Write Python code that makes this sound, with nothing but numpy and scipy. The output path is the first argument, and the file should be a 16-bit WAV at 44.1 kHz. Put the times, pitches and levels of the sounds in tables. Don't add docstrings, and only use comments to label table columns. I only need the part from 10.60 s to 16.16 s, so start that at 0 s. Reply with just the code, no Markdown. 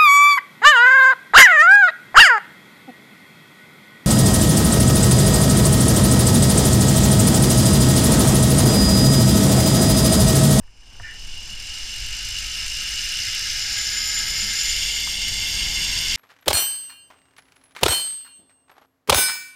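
import sys
import numpy as np
from scipy import signal
from scipy.fft import rfft, irfft, next_fast_len
from scipy.io import wavfile
from scipy.ndimage import uniform_filter1d, map_coordinates

SR = 44100
rng = np.random.default_rng(int(sys.argv[2]) if len(sys.argv) > 2 else 0)


def ratio_of_db(decibels):
    return 10 ** (np.asarray(decibels, float) / 20)


def persist_wave(psi):
    counts = np.round(np.clip(psi, -1, 1) * 32767).astype(np.int16)
    wavfile.write(sys.argv[1], SR, np.atleast_2d(counts).T)


N = 245195

# start_s [s], facing [-]
HEAD_TURN = [(0, -1.5), (.4, -0.53), (.9, -0.33), (1.3, 0.062), (2.45, 0.12), (2.65, 0.3), (3.1, 0.67),
             (3.5, 1.06), (4.06, 1.4), (4.14, 1.74), (4.4, 2), (5.56, 1.85)]


def unit(x):
    return x / np.sqrt(np.mean(x ** 2) + 1e-20)


def even(x, size):
    power = uniform_filter1d(uniform_filter1d(x ** 2, size=size), size=size)
    return x / np.sqrt(abs(power) + 1e-9)


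def curves(rows):
    s, *cols = np.transpose(rows)
    return [np.interp(np.arange(N) / SR, s, c) for c in cols]


def span(start, rise, stop, fall):
    return np.interp(np.arange(N) / SR, [start, start + rise, stop, stop + fall], [0, 1, 1, 0])


def swells(rows):
    t = np.arange(N) / SR
    return sum(ratio_of_db(db) ** 2 * np.exp(-((t - s) / length) ** 2) for s, length, db in rows)


def wobble(rate):
    knots = rng.standard_normal(int(N * rate / SR) + 4)
    return map_coordinates(knots, [np.arange(N) * rate / SR])


def filtered(x, response):
    m = next_fast_len(N + 8192)
    return irfft(rfft(x, m) * response(np.fft.rfftfreq(m, 1 / SR)), m)[:N]


def coloured(spectrum):
    f, db = np.transpose(spectrum)

    def response(hz):
        return ratio_of_db(np.interp(np.log(hz + 1), np.log(f + 1), db))

    return unit(filtered(rng.standard_normal(N), response))


def resonant(x, modes):
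    f = np.fft.rfftfreq(4096, 1 / SR)
    power = 0
    for c, w, db in modes:
        power = power + ratio_of_db(db) ** 2 * (f * w) ** 2 / ((c * c - f * f) ** 2 + (f * w) ** 2)
    below = 1 + (modes[0][0] * 0.96 / (f + 1)) ** 16
    above = 1 + (f / (modes[-1][0] * 1.045)) ** 14
    cepstrum = irfft(np.log(power / (below * above) + 1e-14) / 2)
    cepstrum = cepstrum * np.r_[1, np.full(2047, 2), 1, np.zeros(2047)]
    ringing = irfft(np.exp(rfft(cepstrum)))
    return unit(signal.oaconvolve(x, ringing)[:N])


def wind():
    # start_s [s], level_db [dB]
    airflow = [(0, -63), (.1, -66.5), (.4, -58), (.68, -56.5), (2.0, -55), (2.5, -56), (3.3, -53.5),
               (3.8, -51), (4.0, -53.5), (4.5, -51.5), (5.06, -47.5), (5.56, -49)]
    # pitch_hz [Hz], level_db [dB per Hz]
    sway_colour = [(3, -16), (9, 5.5), (16, -3.5), (26, -10), (40, -76)]
    buffet_colour = [(18, -25), (30, -4.5), (50, -4.5), (68, -12.5), (100, -14.5), (125, -25), (170, -63)]
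    flutter_colour = [(79, -8), (135, 4.5), (173, -2.5), (210, 1.5), (259, -7), (450, -18), (580, -24),
                      (990, -120)]
    rush_colour = [(210, -8.5), (350, -6.5), (571, -10.5), (808, -5.5), (1160, -8.5), (1250, -13),
                   (1620, -7.5), (2750, -120)]
    # peak_s [s], length_s [s], sway_db [dB], buffet_db [dB]
    gusts = [(.0, 0.061, -37.5, -47), (.4, 0.062, -41, -50), (0.677, .12, -33.5, -50),
             (.96, 0.14, -36.5, -48), (1.233, 0.039, -35, -46), (1.457, 0.072, -32.5, -35.5),
             (1.75, 0.14, -42, -38), (2.088, 0.1, -35, -43.5), (2.4, 0.16, -44, -42.5),
             (2.896, 0.082, -38.5, -43), (3.737, 0.11, -50, -40.5), (4.17, 0.11, -38.5, -37.5),
             (4.703, .1, -39, -40), (5.045, 0.1, -51, -35.5), (5.3, .07, -44, -38), (5.51, .07, -38, -41)]

    rush_db, = curves(airflow)
    flow_db = rush_db - rush_db.mean()
    sway_gusts = swells([g[:3] for g in gusts])
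    buffet_gusts = swells([(s, length, db) for s, length, _, db in gusts])
    sway = np.sqrt(ratio_of_db(-47 + 0.12 * flow_db) ** 2 + sway_gusts)
    buffet = np.sqrt(ratio_of_db(-43 + 0.86 * flow_db) ** 2 + buffet_gusts)
    low = sway * even(coloured(sway_colour), size=9000)
    low = low + buffet * even(coloured(buffet_colour), size=5000)
    faster_db = 1 * (np.arange(N) - N / 2) / SR
    flutter_db = -54.5 + 1.08 * flow_db + faster_db + wobble(9)
    flutter = ratio_of_db(flutter_db) * coloured(flutter_colour)
    rush = ratio_of_db(rush_db + 0.24 * wobble(13)) * coloured(rush_colour)
    return low + flutter + rush


def knocks():
    hits = [
        (.034, -53, 1770, 900, 700),
        (.079, -52, 1800, 1300, 900),
        (.231, -56, 1700, 1200, 890),
        (.322, -50, 1650, 900, 900),
        (.353, -49, 1480, 900, 1100),
        (.3985, -35, 1800, 1100, 1000),
        (.405, -42, 1370, 1006, 900),
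        (4.4725, -31.5, 970, 1300, 800),
        (4.474, -34, 1220, 1500, 900),
    ]
    out, t = np.zeros(N + SR), np.arange(SR // 4) / SR
    for s, db, ring_hz, puff_hz, spread_hz in hits:
        edges_hz = [puff_hz - spread_hz / 1.7, puff_hz + spread_hz / 2]
        band = signal.butter(2, edges_hz, "band", fs=SR)
        puff = unit(signal.lfilter(*band, rng.standard_normal(len(t))))
        puff = 0.53 * ratio_of_db(-60 * t / 0.041) * puff
        ring = ratio_of_db(-60 * t / 0.031) * np.sin(2 * np.pi * ring_hz * t)
        out[round(s * SR):][:len(t)] += ratio_of_db(db + 0.5) * (ring + puff)
    return out[:N]


def helmet_bumps():
    bumps = [
        (0.402, -26.5, 99, 0.11),
        (.9, -42.5, 208, 0.22),
        (.92, -36, 104, 0.22),
        (2.66, -34, 100, 0.24),
        (3.819, -38, 204, 0.33),
        (3.84, -35, 99, 0.22),
    ]
    out, t = np.zeros(N + SR), np.arange(SR // 4) / SR
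    for s, db, hz, t60 in bumps:
        onset = 1 - np.exp(-t / 0.011)
        out[round(s * SR):][:len(t)] += ratio_of_db(db - 60 * t / t60) * onset * np.sin(2 * np.pi * hz * t)
    return out[:N]


def strap_scrape():
    # pitch_hz [Hz], width_hz [Hz], level_db [dB]
    strap = [(1500, 120, -11), (1800, 51, 3), (1990, 22, -2), (2340, 47, -6)]
    start_s, grab_s, drag_s, slip_db_per_s = 0.413, 0.023, 0.055, 166
    slips = ratio_of_db(1.5 * wobble(90)) * rng.standard_normal(N)
    freed_s = np.clip(np.arange(N) / SR - start_s - grab_s - drag_s, 0, None)
    drag = span(start_s, grab_s, start_s + 0.16, 0.067) * ratio_of_db(-38 - slip_db_per_s * freed_s)
    return drag * resonant(slips, strap)


def squeal():
    # peak_s [s], level_db [dB]
    flares = [(3.03, -38), (3.21, -36), (3.37, -34.5), (3.48, -31), (3.57, -31), (3.69, -41), (3.81, -34),
              (3.89, -45), (4.01, -29.5), (4.1, -31), (4.38, -51), (4.8, -43), (5.12, -48), (5.4, -46)]
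    squeal_hz, ease_s, fade_s = 7080, 4.39, .05
    pitch_hz = squeal_hz + 3 * wobble(14) + 18 * wobble(90)
    whistle = np.sin(2 * np.pi * np.cumsum(pitch_hz) / SR)
    fuzz = .45 * resonant(rng.standard_normal(N), [(squeal_hz, 60, 0)])
    sing = ratio_of_db(-38) * span(2.92, .3, ease_s, fade_s)
    linger = ratio_of_db(-52) * span(ease_s, fade_s, 5.45, fade_s)
    flare_power = swells([(s, 0.026, db) for s, db in flares])
    loudness = np.sqrt((sing + linger) ** 2 + flare_power)
    return loudness * ratio_of_db(5.0) * (whistle + fuzz)


def heard(x, modes, lag_s=0):
    facing, = curves([(s + lag_s * np.clip(turn - 1, 0, 1), turn) for s, turn in HEAD_TURN])
    states = [[(m[0], m[1], 1.5 * m[2]) for m in modes]]
    for k in range(3):
        states.append([(m[0], m[1], m[2 + k]) for m in modes])
    mix = np.zeros(N)
    for k, state in enumerate(states):
        share = np.clip(1 - abs(facing + 1 - k), 0, 1)
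        mix += share * resonant(x, state)
    return even(mix, size=9000)


def contact(lay, lay_db, bump_db, grit_db):
    twist = lay_db * np.cos(2 * np.pi * lay) * (1 + .5 * wobble(3.23))
    bumps = bump_db * (wobble(45) + 0.95 * wobble(14))
    return unit(ratio_of_db(twist + bumps + grit_db * wobble(500)) * rng.standard_normal(N))


def ticks(passed):
    step = np.floor(passed + .03 * wobble(300))
    strand_db = np.array([12.5, -7.0, 1, 9.5, 5.5, -4])
    height = ratio_of_db(strand_db)[step.astype(int) % 6]
    landed = np.diff(step, prepend=step[0]) > 0
    return unit(landed * height * ratio_of_db(0.82 * wobble(200)))


def jolts(twist, level_db):
    # start_s [s], peak_db [dB]
    big_jolts = [(1.4596, -25), (1.6516, -23), (1.7858, -21), (1.8277, -38), (1.8636, -34), (2.0607, -25),
                 (2.1151, -27), (2.167, -29), (2.2762, -31), (2.7471, -24), (2.9078, -23.5),
                 (3.1293, -28.5), (3.2465, -25), (3.5458, -27), (3.5883, -22), (3.703, -24), (3.9319, -34),
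                 (4.0532, -23), (4.122, -29), (4.1617, -17), (4.2203, -30), (4.3954, -36), (4.6794, -26),
                 (4.7346, -26), (4.8838, -21), (5.441, -28)]
    attack_s = 0.002
    sizes = ratio_of_db(2.5 * rng.standard_normal(int(twist[-1]) + 2))
    size = sizes[np.round(twist).astype(int)]
    depth = np.interp(curves(HEAD_TURN)[0], [0, 1, 2], [1.1, .7, .4])
    burst = np.exp(2.1 * (np.cos(2 * np.pi * twist) - 1))
    gain = 0.59 * ratio_of_db(0.79 * wobble(28)) + depth * size * burst
    t = np.arange(SR // 40) / SR
    kick = t / attack_s * np.exp(1 - t / attack_s)
    for s, db in big_jolts:
        at = round(s * SR)
        gain[at:][:len(t)] += (ratio_of_db(db - level_db[at] - 18) * kick)[:N - at]
    return gain


def strand_tones(rate, passed, wheel_db):
    # pitch_hz [Hz], width_hz [Hz], level_db [dB]
    bar = [(442, 80, -65.5), (830, 126.5, -61), (998, 33, -58), (1295, 62, -52)]
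    tone_db = [-0.5, -0.5, -2.5]

    def lift(f):
        return np.sqrt(sum(ratio_of_db(db) ** 2 / (1 + (2 * (f - c) / w) ** 2) ** 2 for c, w, db in bar))

    tones = np.zeros(N)
    for k, db in enumerate(tone_db, 1):
        loudness = lift(k * rate) * ratio_of_db(db + 5.0 + 2.7 * wobble(7))
        tones += loudness * np.sin(2 * np.pi * k * passed + .5 * wobble(13))
    return tones * ratio_of_db(.5 * (wheel_db - wheel_db.max()))


def trolley():
    # start_s [s], rate_hz [Hz]
    speed = [(0, 164.7), (.8, 237), (1.6, 299.1), (2.4, 360.2), (3.05, 402), (3.6, 431.8), (4.2, 458),
             (4.8, 483.8), (5.2, 498), (5.56, 504.7)]
    # start_s [s], level_db [dB]
    roll = [(0, -64.5), (.14, -60), (.5, -46), (.72, -41), (.92, -39.5), (1.12, -36), (1.5, -33.5),
            (1.75, -32), (2.1, -31), (2.65, -28), (3.3, -26.4), (3.7, -26.5), (4.12, -25.5), (4.5, -28.5),
            (4.8, -27.5), (5.25, -26.5), (5.56, -25.5)]
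    # facing [-], frame_db [dB], plates_db [dB], bearing_db [dB]
    parts = [(-1, -5.5, 0, -12), (-.5, -9, 1.5, -13), (0.16, -8, -1.83, -12.5), (0.62, -8, -6.5, -15.5),
             (1.1, -7, -7, -14), (1.8, -8, -2, -12), (2.05, -7.5, -1, -11.5)]
    # pitch_hz [Hz], width_hz [Hz], then level_db [dB] at facing 0, 1, 2
    frame_modes = [(1300, 29, -8.5, -10, -20), (1490, 110, -11.5, -12.5, -19), (1644, 51, -8, -1, -10),
                   (1800, 155, -9.5, -9, -12), (2074, 33, -7, 1.5, -14), (2129, 31, -9, 2, 5.5),
                   (2260, 134, -5, -8, -5), (2507, 165, -4, -6, -13)]
    plate_modes = [(2737, 36, -2.5, -1, 6), (2837, 77, 2.5, -9.5, 0.5), (2946, 69, 0, 0, 4),
                   (3210, 270, -24, -7, -3), (3518, 79, -7, -3.5, 4.5)]
    wheel_modes = [(3940, 670, -4, -6, -12), (4490, 110, -5.5, -19, -4), (4790, 200, -2, 0, -0.5),
                   (5170, 200, 2.5, 5, -7.5), (5517, 140, -1.5, -1.5, -1.5), (6056, 138, 0.5, -4, -11),
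                   (6595, 196, -7, -5, -4.5), (7367, 310, -2.5, -13.5, -6)]
    bearing_modes = [(8080, 90, 0, -0.5, -6.5), (8630, 47, -12, -2.5, 3.5), (8790, 350, -0.5, -17, -18),
                     (9255, 154, -1, 0.5, -10), (9820, 60, -23, -15, -8.5), (10270, 360, -8, -8, -15.5),
                     (11250, 330, -20, -12, -18.5), (11890, 60, -19, -1.5, -15), (11920, 70, -15, -6, -7),
                     (12700, 160, -7, -8, -14), (13440, 190, -8.5, -13, -18), (13700, 270, -17, -20, -16),
                     (14600, 200, -12, -12, -23), (15200, 220, -24, -31, -25)]

    rate, = curves(speed)
    passed = np.cumsum(rate) / SR
    twist = passed / 6
    wheel_db, = curves(roll)
    turned, = curves(HEAD_TURN)
    facing, *over = np.transpose(parts)
    frame_db, plate_db, bearing_db = [wheel_db + np.interp(turned, facing, db) for db in over]

    taps, rattle = ticks(passed), jolts(twist, bearing_db)
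    frame_rub = contact(twist, lay_db=-0.5, bump_db=1.14, grit_db=0.2)
    plate_rub = contact(twist, lay_db=1.0, bump_db=1.0, grit_db=-0.6)
    wheel_rub = contact(twist, lay_db=-0.2, bump_db=0.43, grit_db=1.16)
    bearing_rub = contact(twist, lay_db=-1.7, bump_db=0.1, grit_db=2.1)

    frame = heard(frame_rub + 0.48 * taps, frame_modes)
    plates = heard(plate_rub + 0.2 * taps, plate_modes)
    wheel = heard(rattle ** 0.27 * wheel_rub + 0.053 * taps, wheel_modes, lag_s=0.24)
    bearing = heard(rattle * bearing_rub, bearing_modes)
    body = ratio_of_db(frame_db) * frame + ratio_of_db(plate_db) * plates
    running = ratio_of_db(wheel_db - 0.1) * wheel + ratio_of_db(bearing_db) * bearing
    return body + running + strand_tones(rate, passed, wheel_db)


def scene():
    harness = knocks() + helmet_bumps() + strap_scrape()
    return (wind() + harness + squeal() + trolley())[None]


def roll_off(x):
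    return signal.sosfilt(signal.butter(12, 15420, fs=SR, output="sos"), x)


def record(dry):
    mix = filtered(dry[0], lambda hz: hz < 15310)[None]
    return roll_off(mix)


dry = scene()
out = record(dry)
persist_wave(out)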